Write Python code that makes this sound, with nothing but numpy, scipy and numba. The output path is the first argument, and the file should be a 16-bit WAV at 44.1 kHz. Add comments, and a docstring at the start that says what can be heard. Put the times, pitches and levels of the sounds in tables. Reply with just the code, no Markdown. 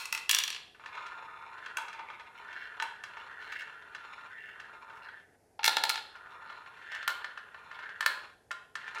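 """Marble in a plastic toy run

A marble clacks and bounces into a plastic run in a small, hard-floored room. It knocks at the joints,
circles the bends about once a second, scrapes the walls and clatters into a hollow piece, then rolls on.
Rolling is a stream of tiny impacts; the marble's place in the lap decides which modes they ring.
Harder blows are brighter, and each spot that is struck favours its own modes."""
import sys
import numpy as np
from scipy import signal
from scipy.fft import rfft, irfft
from scipy.io import wavfile
from scipy.ndimage import uniform_filter1d, map_coordinates
from numba import njit

SR = 44100
rng = np.random.default_rng(int(sys.argv[2]) if len(sys.argv) > 2 else 0)


def output_pcm(signal):
    """Save a mono or channel-first signal as 16-bit PCM at the path in sys.argv[1].

    Samples are clipped to [-1, 1] before scaling.
    """
    pcm = np.clip(np.atleast_2d(signal).T, -1, 1) * 32767
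    wavfile.write(sys.argv[1], SR, np.round(pcm).astype(np.int16))


N = 396900

# reverb tail of the room: (frequency [Hz], t60 [s], level [dB])
ROOM_TAIL = [(249.3, 0.85, 2.5), (890, 0.58, 1.5), (2000, 0.46, 0), (2670, 0.48, -3), (3210, 0.56, -0.5),
             (4100, 0.46, 1.5), (4900, 0.51, -4.5), (6095, 0.42, -7.5), (8000, 0.44, -3),
             (14960, .28, -6.5)]
# the frame of the run, singing along with the marble: (frequency [Hz], width [Hz], level [dB])
FRAME_RING = [(899, 15, 5.5), (1040, 4.8, -2), (1268, 18, 1.5), (1377, 14, -0.5), (1483, 10, -7),
              (1510, 12, -3.5), (1761, 37, -3), (2480, 10, -4), (2740, 7.4, -8)]
# colour of the background noise, low room rumble plus a faint high hiss: (frequency [Hz], gain [dB])
BACKGROUND_EQ = [(18, -35.5), (36, -4.5), (52, -3), (100, 1.5), (128, -2), (303, -4.5), (362, -2),
                 (443, 3.5), (543, -4.5), (756, 0.5), (1110, -19), (1790, -14), (3470, -29),
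                 (4950, -22.5), (8440, -24), (9580, -22), (13000, -22.5)]
# body, thud, ring and tick bands of a blow: (low edge [Hz], high edge [Hz])
BLOW_BANDS = [(1150, 2300), (300, 1150), (2300, 5000), (5000, 16000)]
# colour of the contact crack: (frequency [Hz], gain [dB])
CRACK_EQ = [(200, -22.5), (450, -14), (720, -15), (950, -2), (2000, 1), (6000, -2.5), (15000, -8.5)]

# clacks on a small piece: (time [s], body level [dB], hardness [dB], spot pitch [Hz])
CLACK_HITS = [(-0.025, -32.5, -1.5, 2577), (0.0544, -47, 3.5, 2600), (0.1252, -34, -2.5, 2610),
              (0.148, -37, -5, 2600), (0.1754, -42.5, -4.5, 2016)]
# modes of the small piece: (frequency [Hz], width [Hz], level [dB])
SMALL_PIECE_MODES = [(900, 10, -8), (1130, 23, -12), (1430, 21, -11.5), (2034, 40, -4.5), (2620, 170, 3),
                     (3450, 60, -15.5), (4260, 130, -9), (5530, 240, -3), (5730, 150, -16.5),
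                     (6670, 340, -7.5), (7970, 400, -12)]
# bright bounces on a hard part: (time [s], body level [dB], hardness [dB], spot pitch [Hz])
BOUNCE_HITS = [(0.2931, -32.5, 2, 3370), (0.298, -32.5, -12.5, 3430), (0.3112, -34.5, 8.5, 6900),
               (0.33, -34.5, -13, 4200), (0.3399, -37, -10, 3200), (0.3468, -33.5, 7, 5970),
               (0.3664, -36.5, -13.5, 1750), (0.3859, -34.5, 4, 6130), (0.401, -39.5, -12, 4200),
               (0.4363, -38.5, 1.5, 5800), (0.4773, -41.5, -2, 5800), (0.5023, -43, -0.5, 5800),
               (0.5269, -46.5, -4.5, 2750), (0.5463, -46.5, -5.5, 2750), (0.562, -47.5, -8.5, 2750)]
# modes of the hard part: (frequency [Hz], width [Hz], level [dB])
HARD_PART_MODES = [(1101, 43, -10), (1682, 78, 4), (2760, 190, 1), (3180, 98, -11), (3413, 41, -5),
                   (4290, 370, -5.5), (5780, 170, 0.5), (6760, 170, -1.5), (7670, 150, -9), (9570, 500, -8),
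                   (11100, 1100, 4), (14300, 1300, -3)]
# knocks on walls and joints: (time [s], body level [dB], hardness [dB], spot pitch [Hz])
KNOCK_HITS = [(0.7459, -54.5, -3.5, 2800), (0.7955, -53, -7, 1250), (0.8366, -47.5, -7, 1260),
              (0.8587, -38.5, -1.5, 1780), (0.9512, -43.5, 2.5, 970), (0.9752, -40.5, -8, 1400),
              (1.064, -44, 7, 1330), (1.6602, -39, 2, 1780), (1.77, -30, 8.5, 1470),
              (1.7832, -34.5, -2, 910), (1.8819, -44, 8, 920), (1.9281, -42.5, 4, 1780),
              (1.991, -40.5, -7, 900), (2.1001, -42, -4, 940), (2.1957, -44.5, -1.5, 1250),
              (2.5279, -42, -1, 1440), (2.7988, -29.5, -4.5, 1460), (2.8227, -31.5, 6, 894),
              (3.0366, -38.5, 6.5, 1390), (3.1691, -42.5, -3, 940), (3.4238, -46, -2, 1500),
              (3.5229, -37.5, 1.5, 1830), (3.6063, -41.5, 4, 2710), (3.618, -41.5, 3.5, 2710),
              (3.9477, -39, 1, 2070), (4.599, -43, 3, 1640), (4.8988, -48, -6.5, 1400),
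              (5.0853, -45.5, -10.5, 1520), (6.1526, -44.5, -4.5, 1434), (6.4979, -43.5, -3, 1310),
              (6.6602, -46, -7, 1520), (6.9174, -40.5, 4.5, 1630), (6.9405, -42, -5.5, 1700),
              (6.9477, -38.5, 6, 1760), (6.9595, -41, -1, 1700), (7.0264, -39, 2, 1410),
              (7.0772, -25.5, 8.5, 1450), (7.0925, -37, -4.5, 1400), (7.101, -36, 6, 1410),
              (7.2437, -33.5, -1, 1800), (7.3742, -38, -2, 1520), (7.5437, -43, -11.5, 1870),
              (7.7122, -42.5, -4, 1500), (7.7885, -41, -5.5, 1500), (7.8235, -43, -8, 1550),
              (7.837, -45, -4, 1830), (7.8905, -43, -3.5, 1610), (8.0067, -28, 4, 1690),
              (8.0254, -32.5, -2.5, 1670), (8.0608, -19, 5.5, 1710), (8.5072, -35.5, -11, 1810),
              (8.5124, -34.5, 5, 1420), (8.7537, -34, 4, 1835), (8.8405, -45, -2, 1700),
              (8.8643, -47, -1, 1750), (8.878, -37.5, -3, 1750), (8.9469, -46, 12, 1820),
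              (8.9824, -41.5, 6, 1400)]
# walls and joints above the drop: (frequency [Hz], width [Hz], level [dB])
UPPER_WALL_MODES = [(926, 7.8, -14.5), (1048, 25, -18.5), (1250, 150, 2), (1510, 18, 7), (1710, 110, 10),
                    (2190, 260, 4), (2715, 100, 6.5), (3270, 220, 9.5), (4030, 115, 0), (5560, 100, -10),
                    (6400, 150, -3), (7360, 190, -14), (10400, 200, -31)]
# walls and joints below the drop: (frequency [Hz], width [Hz], level [dB])
LOWER_WALL_MODES = [(598, 63, -5), (830, 82, -1.5), (1042, 23, 1.5), (1183, 140, 4.5), (1416, 6.6, 4),
                    (1566, 17, 3.5), (1675, 130, 4.5), (1782, 63, 6.5), (2130, 24, -4), (2630, 60, -9),
                    (3010, 70, -5.5), (3417, 110, -6.5), (3920, 120, -9.5), (4280, 140, -6),
                    (6150, 400, -19), (13200, 400, -4)]

# slow course of the roll, a list per stretch: (time [s], body fader [dB], grit fader [dB], resonance [Hz])
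ROLL_STRETCHES = [
    [(0.8, -62, -65, 1330), (0.97, -43, -48.5, 1350), (1.3, -47.5, -62.5, 1420), (1.85, -44, -56, 1336),
     (2.15, -53.5, -55.5, 1180), (2.32, -55, -64, 1470), (2.52, -42.5, -57, 1560), (2.66, -43.5, -57, 1370),
     (3.0, -53, -64, 1580), (3.2, -49.5, -57.5, 1500), (3.31, -47, -59.5, 1590), (3.42, -45, -61, 1520),
     (3.56, -44, -50.5, 1530), (3.9, -52.5, -63.5, 1543), (4.12, -48.5, -56, 1460), (4.4, -46, -61, 1616),
     (4.8, -52, -61.5, 1420), (5.12, -47, -76, 1600), (5.2, -52, -61.5, 1475), (5.27, -67, -82, 1533),
     (5.36, -70.5, -75, 1567)],
    [(6.05, -58, -75, 1380), (6.25, -49, -63.5, 1470), (6.58, -49, -62.5, 1440), (6.73, -54, -62.5, 1550),
     (6.96, -41.5, -48, 1480), (7.22, -47.5, -59.5, 1490), (7.48, -56.5, -68, 1580),
     (7.72, -50.5, -60.5, 1460), (7.84, -43.5, -60, 1464), (8.27, -52, -59, 1390), (8.36, -76, -73.5, 1365)],
    [(8.77, -50, -58, 1470), (8.92, -45.5, -53, 1294), (9.0, -36.5, -46, 1380)],
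]
# the marble passes the stiffest spot of its lap: (time [s])
LAP_TIMES = [.72, 1.65, 2.64, 3.56, 4.4, 5.22, 6.05, 6.92, 7.87, 8.87, 9.85]
# what each lap adds to the slow course: (position [laps], body [dB], grit [dB], resonance [Hz])
LAP_SWING = [(0, -0.5, 3, 204), (0.201, -0.7, -1, -19), (.48, 1.9, 2, -4), (.7, 0.7, 2.5, -110),
             (.86, -0.4, 1.5, -29)]
# colour of the track under the rolling marble: (frequency [Hz], gain [dB])
RUMBLE_EQ = [(150, -46.5), (420, -9), (740, -3), (1000, -1), (1500, -14.5), (2200, -21), (3800, -5),
             (4800, -44), (6000, -22), (8000, -34), (13000, -45.5)]
# modes of the track: (frequency [Hz], width [Hz], level [dB], track resonance that drives it best [Hz])
TRACK_MODES = [(446.6, 16, -8, 1570), (919.6, 8.9, 18.5, 1226), (1011, 160, 2.5, 1382),
               (1192, 140, -5, 1464), (1368, 86, -0.5, 1470), (1580, 150, 5, 1670), (1772, 270, 7, 1750),
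               (2062, 300, 5.5, 1204), (2300, 130, -13, 1630), (2740, 25, -7.5, 1710), (3425, 76, 0, 1344),
               (4170, 74, -7.5, 1650), (5350, 45, -14.5, 1600)]
# the plastic bowl that the hops tap: (frequency [Hz], width [Hz], level [dB])
BOWL_MODES = [(1035, 43, 3), (1250, 79, -5.5), (1410, 51, -3.5), (1479, 25, -2), (1657, 37, -3.5),
              (1772, 43, 4.5), (1885, 40, 11), (2000, 55, -13)]
# high track resonances that the grit rattles in: (frequency [Hz], width [Hz], level [dB])
GRIT_RING = [(2154, 68, -1.5), (2407, 79, -1), (2728, 120, 2), (3170, 54, 1.5), (3495, 75, -1.5),
             (4105, 120, 0.5), (5320, 160, -1), (6880, 200, -1.5)]

# short scrapes along the wall: (time [s], length [s], level [dB], spot pitch [Hz])
WALL_SCRAPES = [(2.368, 0.027, -65.5, 3280), (2.47, 0.031, -73, 3370), (2.523, 0.15, -60, 3900),
                (3.158, 0.053, -62.5, 2650), (3.387, 0.13, -62.5, 3970), (3.513, 0.1, -53.5, 2710),
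                (4.369, 0.18, -61, 2720), (4.91, 0.085, -71.5, 3700), (5.016, 0.06, -65.5, 2750),
                (5.023, 0.064, -71, 4100), (6.298, 0.048, -71, 3560), (6.459, .13, -67, 4070),
                (6.898, .075, -57.5, 3000), (7.741, 0.022, -66, 3640)]
# modes that a scrape rings: (frequency [Hz], width [Hz], level [dB])
SCRAPE_RING = [(2210, 74, 12.5), (2736, 61, 6.5), (2970, 70, 4), (3080, 55, -1.5), (3530, 220, 0),
               (4100, 200, -1.5), (5350, 200, -3.5)]
# the drop and its bounces: (time [s], body level [dB], hardness [dB], spot pitch [Hz])
DROP_HITS = [(5.5915, -41.5, -19.5, 870), (5.6309, -36, -5.5, 2680), (5.6423, -26.5, 4, 1940),
             (5.652, -34.5, 10, 2200), (5.66, -29.5, 7.5, 2140), (5.6725, -39, -2.5, 4100),
             (5.678, -22.5, 1.5, 870), (5.7302, -39.5, -5, 1700), (5.7679, -25.5, -2.5, 900),
             (5.8367, -26.5, 1.5, 865), (5.8929, -33, 9, 1420), (5.8986, -28.5, -1, 1420),
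             (5.9412, -37, -9.5, 1420), (5.956, -36.5, -3, 1700), (5.9755, -39, -7.5, 1700)]
# modes of the hollow piece it lands in: (frequency [Hz], width [Hz], level [dB])
HOLLOW_PIECE_MODES = [(250, 120, -21.5), (500, 160, -12.5), (865, 55, -1), (1405, 40, 4), (1700, 88, 7.5),
                      (2180, 110, -7), (2695, 100, -11), (3377, 86, -7.5), (3680, 110, -4.5),
                      (4150, 170, -2.5), (4970, 180, -7), (5700, 440, -3), (7200, 277, -15.5),
                      (9080, 130, -19)]


def undb(db):
    """Decibels to gain."""
    return 10 ** (np.asarray(db) / 20)


def unit(x):
    """Scale to rms 1."""
    return x / np.sqrt(np.mean(x ** 2) + 1e-20)


def band(x, lo_hz, hi_hz, order=3):
    """Causal band-pass."""
    sos = signal.butter(order, [lo_hz, min(hi_hz, .47 * SR)], "band", fs=SR, output="sos")
    return signal.sosfilt(sos, x + 1e-18)


def equalise(x, curve):
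    """Minimum-phase EQ, built from the cepstrum of the curve's log gain."""
    hz, db = np.transpose(curve)
    bins_hz = np.maximum(np.fft.rfftfreq(4096, 1 / SR), 1)
    cepstrum = irfft(np.log(undb(np.interp(np.log(bins_hz), np.log(hz), db))))
    half = len(cepstrum) // 2
    cepstrum[1:half] *= 2
    cepstrum[half + 1:] = 0
    return signal.fftconvolve(x, irfft(np.exp(rfft(cepstrum))))[:len(x)]


def room_response(wet_db=-3, build_s=.0033, frame_db=-2, echo_s=.0135, echo_db=-17):
    """Direct sound, a slap off the near wall, the ringing frame and a tail whose treble dies first."""
    t = np.arange(SR * 3 // 4) / SR
    hz, t60, db = np.transpose(ROOM_TAIL)
    edges = np.geomspace(150, 18000, 25)
    tail = 0
    for lo, hi in zip(edges, edges[1:]):
        log_centre = np.log(lo * hi) / 2
        decay = np.exp(-np.log(1000) * t / np.interp(log_centre, np.log(hz), t60))
        gain = np.sqrt(2 * (hi - lo) / SR) * undb(np.interp(log_centre, np.log(hz), db))
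        noise = band(rng.standard_normal(len(t)), lo, hi) * decay
        tail = tail + gain * noise / np.linalg.norm(noise)
    response = tail * (1 - np.exp(-(t / build_s) ** 2)) * undb(wet_db)
    for mode_hz, width_hz, mode_db in FRAME_RING:
        gain = undb(frame_db + mode_db) * 2 * np.pi * width_hz / SR
        response += gain * np.exp(-np.pi * width_hz * t) * np.cos(2 * np.pi * mode_hz * t)
    response[0] += 1
    response[int(echo_s * SR)] += undb(echo_db)
    return response


def background(level_db=-67):
    """A steady noise bed: low room rumble plus a faint high hiss."""
    noise = equalise(rng.standard_normal(N), BACKGROUND_EQ)
    return unit(band(noise, 25, 12000, order=8)) * undb(level_db)


def off_pitch(hz, best_hz, reach):
    """0 on the favoured pitch, nearing 1 once the log frequency ratio is beyond the reach."""
    return 1 - np.exp(-(np.log(hz / best_hz) / reach) ** 2)


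def ring(modes, spot_hz, reach, off_spot_db, damping_hz, scatter_db):
    """Free ring of a plastic part; modes far from the pitch of the struck spot are weaker."""
    t = np.arange(SR // 16) / SR
    hz, width, db = np.transpose(modes)[:, :, None]
    width = width + damping_hz
    db = db + off_spot_db * off_pitch(hz, spot_hz, reach)
    weight = undb(db + scatter_db * rng.standard_normal(hz.shape)) * np.sqrt(width)
    phase = 2 * np.pi * rng.random(hz.shape)
    tone = np.sum(weight * np.exp(-np.pi * width * t) * np.sin(2 * np.pi * hz * t + phase), axis=0)
    return tone / np.linalg.norm(tone)


def contact_crack(count, smear_s, grain_hz=110):
    """A click dispersed by a plastic wall: every frequency leaves at its own moment."""
    hz = np.fft.rfftfreq(2 * count, 1 / SR)
    knots = rng.exponential(size=256)
    delay_s = smear_s * np.interp(hz / grain_hz, np.arange(len(knots)), knots)
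    click = irfft(np.exp(-2j * np.pi * np.cumsum(delay_s) * hz[1]))
    return equalise(click[:count], CRACK_EQ)


def voice_blows(hits, thud_db, ring_db, tick_db, thud_loss, thud_cut_db_per_s=0, thud_cut_db_per_oct=0):
    """Balance the bands against the body: harder blows have less thud and more ring and tick."""
    blows = []
    for s, body_db, hardness_db, spot_hz in hits:
        # the thud may also thin along the run and on high-pitched spots
        thinning_db = thud_cut_db_per_s * s + thud_cut_db_per_oct * np.log2(spot_hz / 1500)
        balance_db = np.array([0, thud_db - thud_loss * hardness_db - thinning_db,
                               ring_db + .3 * hardness_db, tick_db + hardness_db])
        blows.append((s, spot_hz, body_db + balance_db))
    return blows


def strikes(blows, modes, room, damping_hz, crack_db, rise_s, room_db, off_spot_db, crack_s=.0025):
    """Each blow cracks at the contact and rings the part; its band levels are set over the attack."""
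    lead, attack = SR // 4, int(.008 * SR)
    filters = [signal.butter(3, edges, "band", fs=SR, output="sos") for edges in BLOW_BANDS]
    out = np.zeros(N + 2 * SR)
    for s, spot_hz, levels_db in blows:
        tone = ring(modes, spot_hz, .077, off_spot_db, damping_hz, scatter_db=3)
        t = np.arange(len(tone)) / SR
        # quieter blows, going by their tick, are given a slower attack and a duller top
        accent_db = levels_db[-1] + 40
        stretch = undb(-.36 * min(accent_db, 0))
        top_hz = np.clip(13000 * undb(.65 * accent_db), 3000, .45 * SR)
        crack = contact_crack(len(t), crack_s * stretch)
        build_up = 1 - np.exp(-t / (rise_s * stretch))
        blow = tone * build_up + undb(crack_db) * crack / np.linalg.norm(crack)
        blow = signal.sosfilt(signal.butter(2, top_hz, fs=SR, output="sos"), blow)
        start = lead + int(s * SR)
        for sos, db in zip(filters, levels_db):
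            part = signal.sosfilt(sos, blow)
            out[start:start + len(part)] += part * undb(db) / np.std(part[:attack])
    reverb = signal.fftconvolve(out, room)[:len(out)] - out
    return (out + undb(room_db) * reverb)[lead:lead + N]


def clacks(room):
    """The marble clacks on a small piece with one clear pitch."""
    blows = voice_blows(CLACK_HITS, thud_db=-11.5, ring_db=5, tick_db=1.5, thud_loss=.079)
    return strikes(blows, SMALL_PIECE_MODES, room, damping_hz=45.4, crack_db=-9, rise_s=.0015,
                   room_db=1.5, off_spot_db=-.5)


def bounces(room):
    """Quick, bright bounces on a hard part whose ring dies fast."""
    blows = voice_blows(BOUNCE_HITS, thud_db=-12, ring_db=8, tick_db=1.5, thud_loss=.081)
    return strikes(blows, HARD_PART_MODES, room, damping_hz=108.2, crack_db=-12, rise_s=.0017,
                   room_db=0, off_spot_db=-5)


def with_slap_echo(hits, delay_s, weaker_db, duller_db):
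    """A weaker, duller echo off a nearby wall follows each blow."""
    echoes = [(s + delay_s, db + weaker_db, hardness + duller_db, hz) for s, db, hardness, hz in hits]
    return list(hits) + echoes


def knocks(room):
    """The marble knocks on walls and joints, which ring with different modes above and below the drop."""
    hits = with_slap_echo(KNOCK_HITS, delay_s=.015, weaker_db=-14, duller_db=-7)
    blows = voice_blows(hits, thud_db=-4, ring_db=-7, tick_db=-19.5, thud_loss=.25,
                        thud_cut_db_per_s=1.04, thud_cut_db_per_oct=6.5)
    drop_s = DROP_HITS[0][0]
    upper = strikes([blow for blow in blows if blow[0] < drop_s], UPPER_WALL_MODES, room,
                    damping_hz=43.5, crack_db=-14.5, rise_s=.0013, room_db=1.5, off_spot_db=-7,
                    crack_s=.0026)
    lower = strikes([blow for blow in blows if blow[0] >= drop_s], LOWER_WALL_MODES, room,
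                    damping_hz=35, crack_db=-13.5, rise_s=.00033, room_db=-.5, off_spot_db=-7,
                    crack_s=.0029)
    return upper + lower


def wander(rate_hz):
    """Smooth random modulation with rms 1."""
    knots = rng.standard_normal(2048)
    return unit(np.interp(np.arange(N) / SR * rate_hz, np.arange(len(knots)), knots))


def roll_automation():
    """The roll's gate, then its body, grit and resonance curves: slow course plus the swing of the lap."""
    t = np.arange(N) / SR
    times, *courses = np.vstack(ROLL_STRETCHES).T
    position, *swings = np.transpose(LAP_SWING)
    laps = np.interp(t, LAP_TIMES, np.arange(len(LAP_TIMES)))
    moving = sum((t >= rows[0][0]) & (t <= rows[-1][0]) for rows in ROLL_STRETCHES)
    gate = uniform_filter1d(moving.astype(float), size=600)
    return [gate] + [np.interp(t, times, course) + np.interp(laps, position, swing, period=1)
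                     for course, swing in zip(courses, swings)]


def track_rumble(centre_hz, impacts_per_s=1500, grain_db=2.2, rattle_db=4, modes_db=12, wall_db=-7):
    """Tiny impacts swell in bunches and ring the track, whose channel adds a moving, hollow colour."""
    sizes = undb(grain_db * np.minimum(rng.exponential(size=N), 3.5) + rattle_db * wander(rate_hz=80))
    impacts = (rng.random(N) < impacts_per_s / SR) * sizes * rng.choice([-1, 1], N)
    ringing = 0
    for hz, width_hz, db, best_hz in TRACK_MODES:
        # a mode is loud while the marble runs over its antinode, and fades away from it
        gain = undb(db - 14 * off_pitch(centre_hz, best_hz, reach=.11))
        drive = band(impacts * gain, hz / 2, hz * 2, order=1)
        ringing = ringing + signal.lfilter(*signal.iirpeak(hz, hz / width_hz, fs=SR), drive)
    rumble = unit(equalise(impacts, RUMBLE_EQ)) + undb(modes_db) * unit(ringing)
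    # the channel wall returns the sound one period of its resonance later
    reflection = map_coordinates(rumble, [np.arange(N) - SR / centre_hz], order=1)
    return rumble + undb(wall_db) * reflection


def skips(gap_s, scatter_db):
    """The marble skips along: one tap after each short, uneven flight."""
    flight, strength = rng.standard_normal((8000, 2)).T
    at = (np.cumsum(gap_s * np.exp(.5 * flight)) * SR).astype(int)
    taps = np.zeros(N)
    taps[at[at < N]] = undb(scatter_db * np.minimum(strength[at < N], 1.5))
    return taps


@njit
def sweep(x, centre_hz, width_hz):
    """State-variable band-pass with a moving centre."""
    out, band_state, low_state = np.empty(len(x)), 0., 0.
    for i in range(len(x)):
        tuning, damping = np.tan(np.pi * centre_hz[i] / SR), width_hz / centre_hz[i]
        passed = (band_state + tuning * (x[i] - low_state)) / (1 + tuning * (tuning + damping))
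        band_state = 2 * passed - band_state
        low_state += 2 * tuning * passed
        out[i] = damping * passed
    return out


def resonate(x, modes):
    """Play a signal through a bank of resonators."""
    return sum(undb(db) * signal.lfilter(*signal.iirpeak(hz, hz / width_hz, fs=SR), x)
               for hz, width_hz, db in modes)


def hops(room, centre_hz, width_hz=340., tap_db=-7, room_db=-3):
    """Little hops tap the track's moving resonance and ring the plastic bowl."""
    taps = skips(gap_s=.0055, scatter_db=4.5)
    taps = unit(sweep(sweep(taps, centre_hz, width_hz), centre_hz, width_hz))
    direct = unit(undb(tap_db) * taps + unit(resonate(taps, BOWL_MODES)))
    reverb = signal.fftconvolve(direct, room)[:N] - direct
    return direct + undb(room_db) * reverb


def level_out(x):
    """Ride out slow changes of level and keep the fast rattle."""
    return x / np.sqrt(np.abs(uniform_filter1d(x ** 2, size=4000)) + 1e-20)


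def rolling(room, waver=.02, hop_db=13, hiss_db=-9, body_trim_db=-2, grit_trim_db=-3):
    """A body of rumble and hops with grit on top; the resonance swings as the marble rounds the bends."""
    gate, body_db, grit_db, centre_hz = roll_automation()
    centre_hz = centre_hz * (1 + waver * wander(rate_hz=15))
    rumble = signal.fftconvolve(track_rumble(centre_hz), room)[:N]
    body = level_out(band(rumble + undb(hop_db) * hops(room, centre_hz), 140, 1900, order=4))
    treble = band(rumble, 1730, 15000, order=5)
    grit = level_out(undb(hiss_db) * treble + resonate(treble, GRIT_RING))
    return gate * (body * undb(body_db + body_trim_db) + grit * undb(grit_db + grit_trim_db))


def scrapes(room):
    """The marble chatters along a wall: a run of taps swells and fades, ringing that spot's high modes."""
    taps = skips(gap_s=.006, scatter_db=4)
    out = np.zeros(N + SR)
    for s, length_s, db, spot_hz in WALL_SCRAPES:
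        start, span = int(s * SR), int(length_s * SR)
        chatter = taps[start:start + span] * np.hanning(span) ** .13
        tone = ring(SCRAPE_RING, spot_hz, reach=.048, off_spot_db=-14, damping_hz=5, scatter_db=1)
        scrape = signal.fftconvolve(chatter, tone)
        out[start:start + len(scrape)] += unit(scrape) * np.sqrt(len(scrape) / span) * undb(db)
    return signal.fftconvolve(out, room)[:N]


def drop(room):
    """The marble falls into a hollow piece and clatters, each blow with a short slap echo."""
    hits = with_slap_echo(DROP_HITS, delay_s=.014, weaker_db=-10, duller_db=-3.5)
    blows = voice_blows(hits, thud_db=-8, ring_db=2, tick_db=-7.5, thud_loss=.35, thud_cut_db_per_oct=6)
    return strikes(blows, HOLLOW_PIECE_MODES, room, damping_hz=61, crack_db=-17, rise_s=.0018,
                   room_db=-1.5, off_spot_db=-4)


def scene():
    """Mono mix of the impacts, the roll and the scrapes in one room, over the background noise."""
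    room = room_response()
    impacts = clacks(room) + bounces(room) + drop(room) + knocks(room)
    return (impacts + rolling(room) + scrapes(room) + background())[None]


def record(dry, ceiling=.63, top_hz=15900):
    """Soft saturation rounds the loudest peaks, and a steep low-pass trims the top."""
    rounded = ceiling * np.tanh(dry / ceiling)
    return signal.sosfilt(signal.ellip(8, .2, 70, top_hz, fs=SR, output="sos"), rounded)


dry = scene()
out = record(dry)
output_pcm(out)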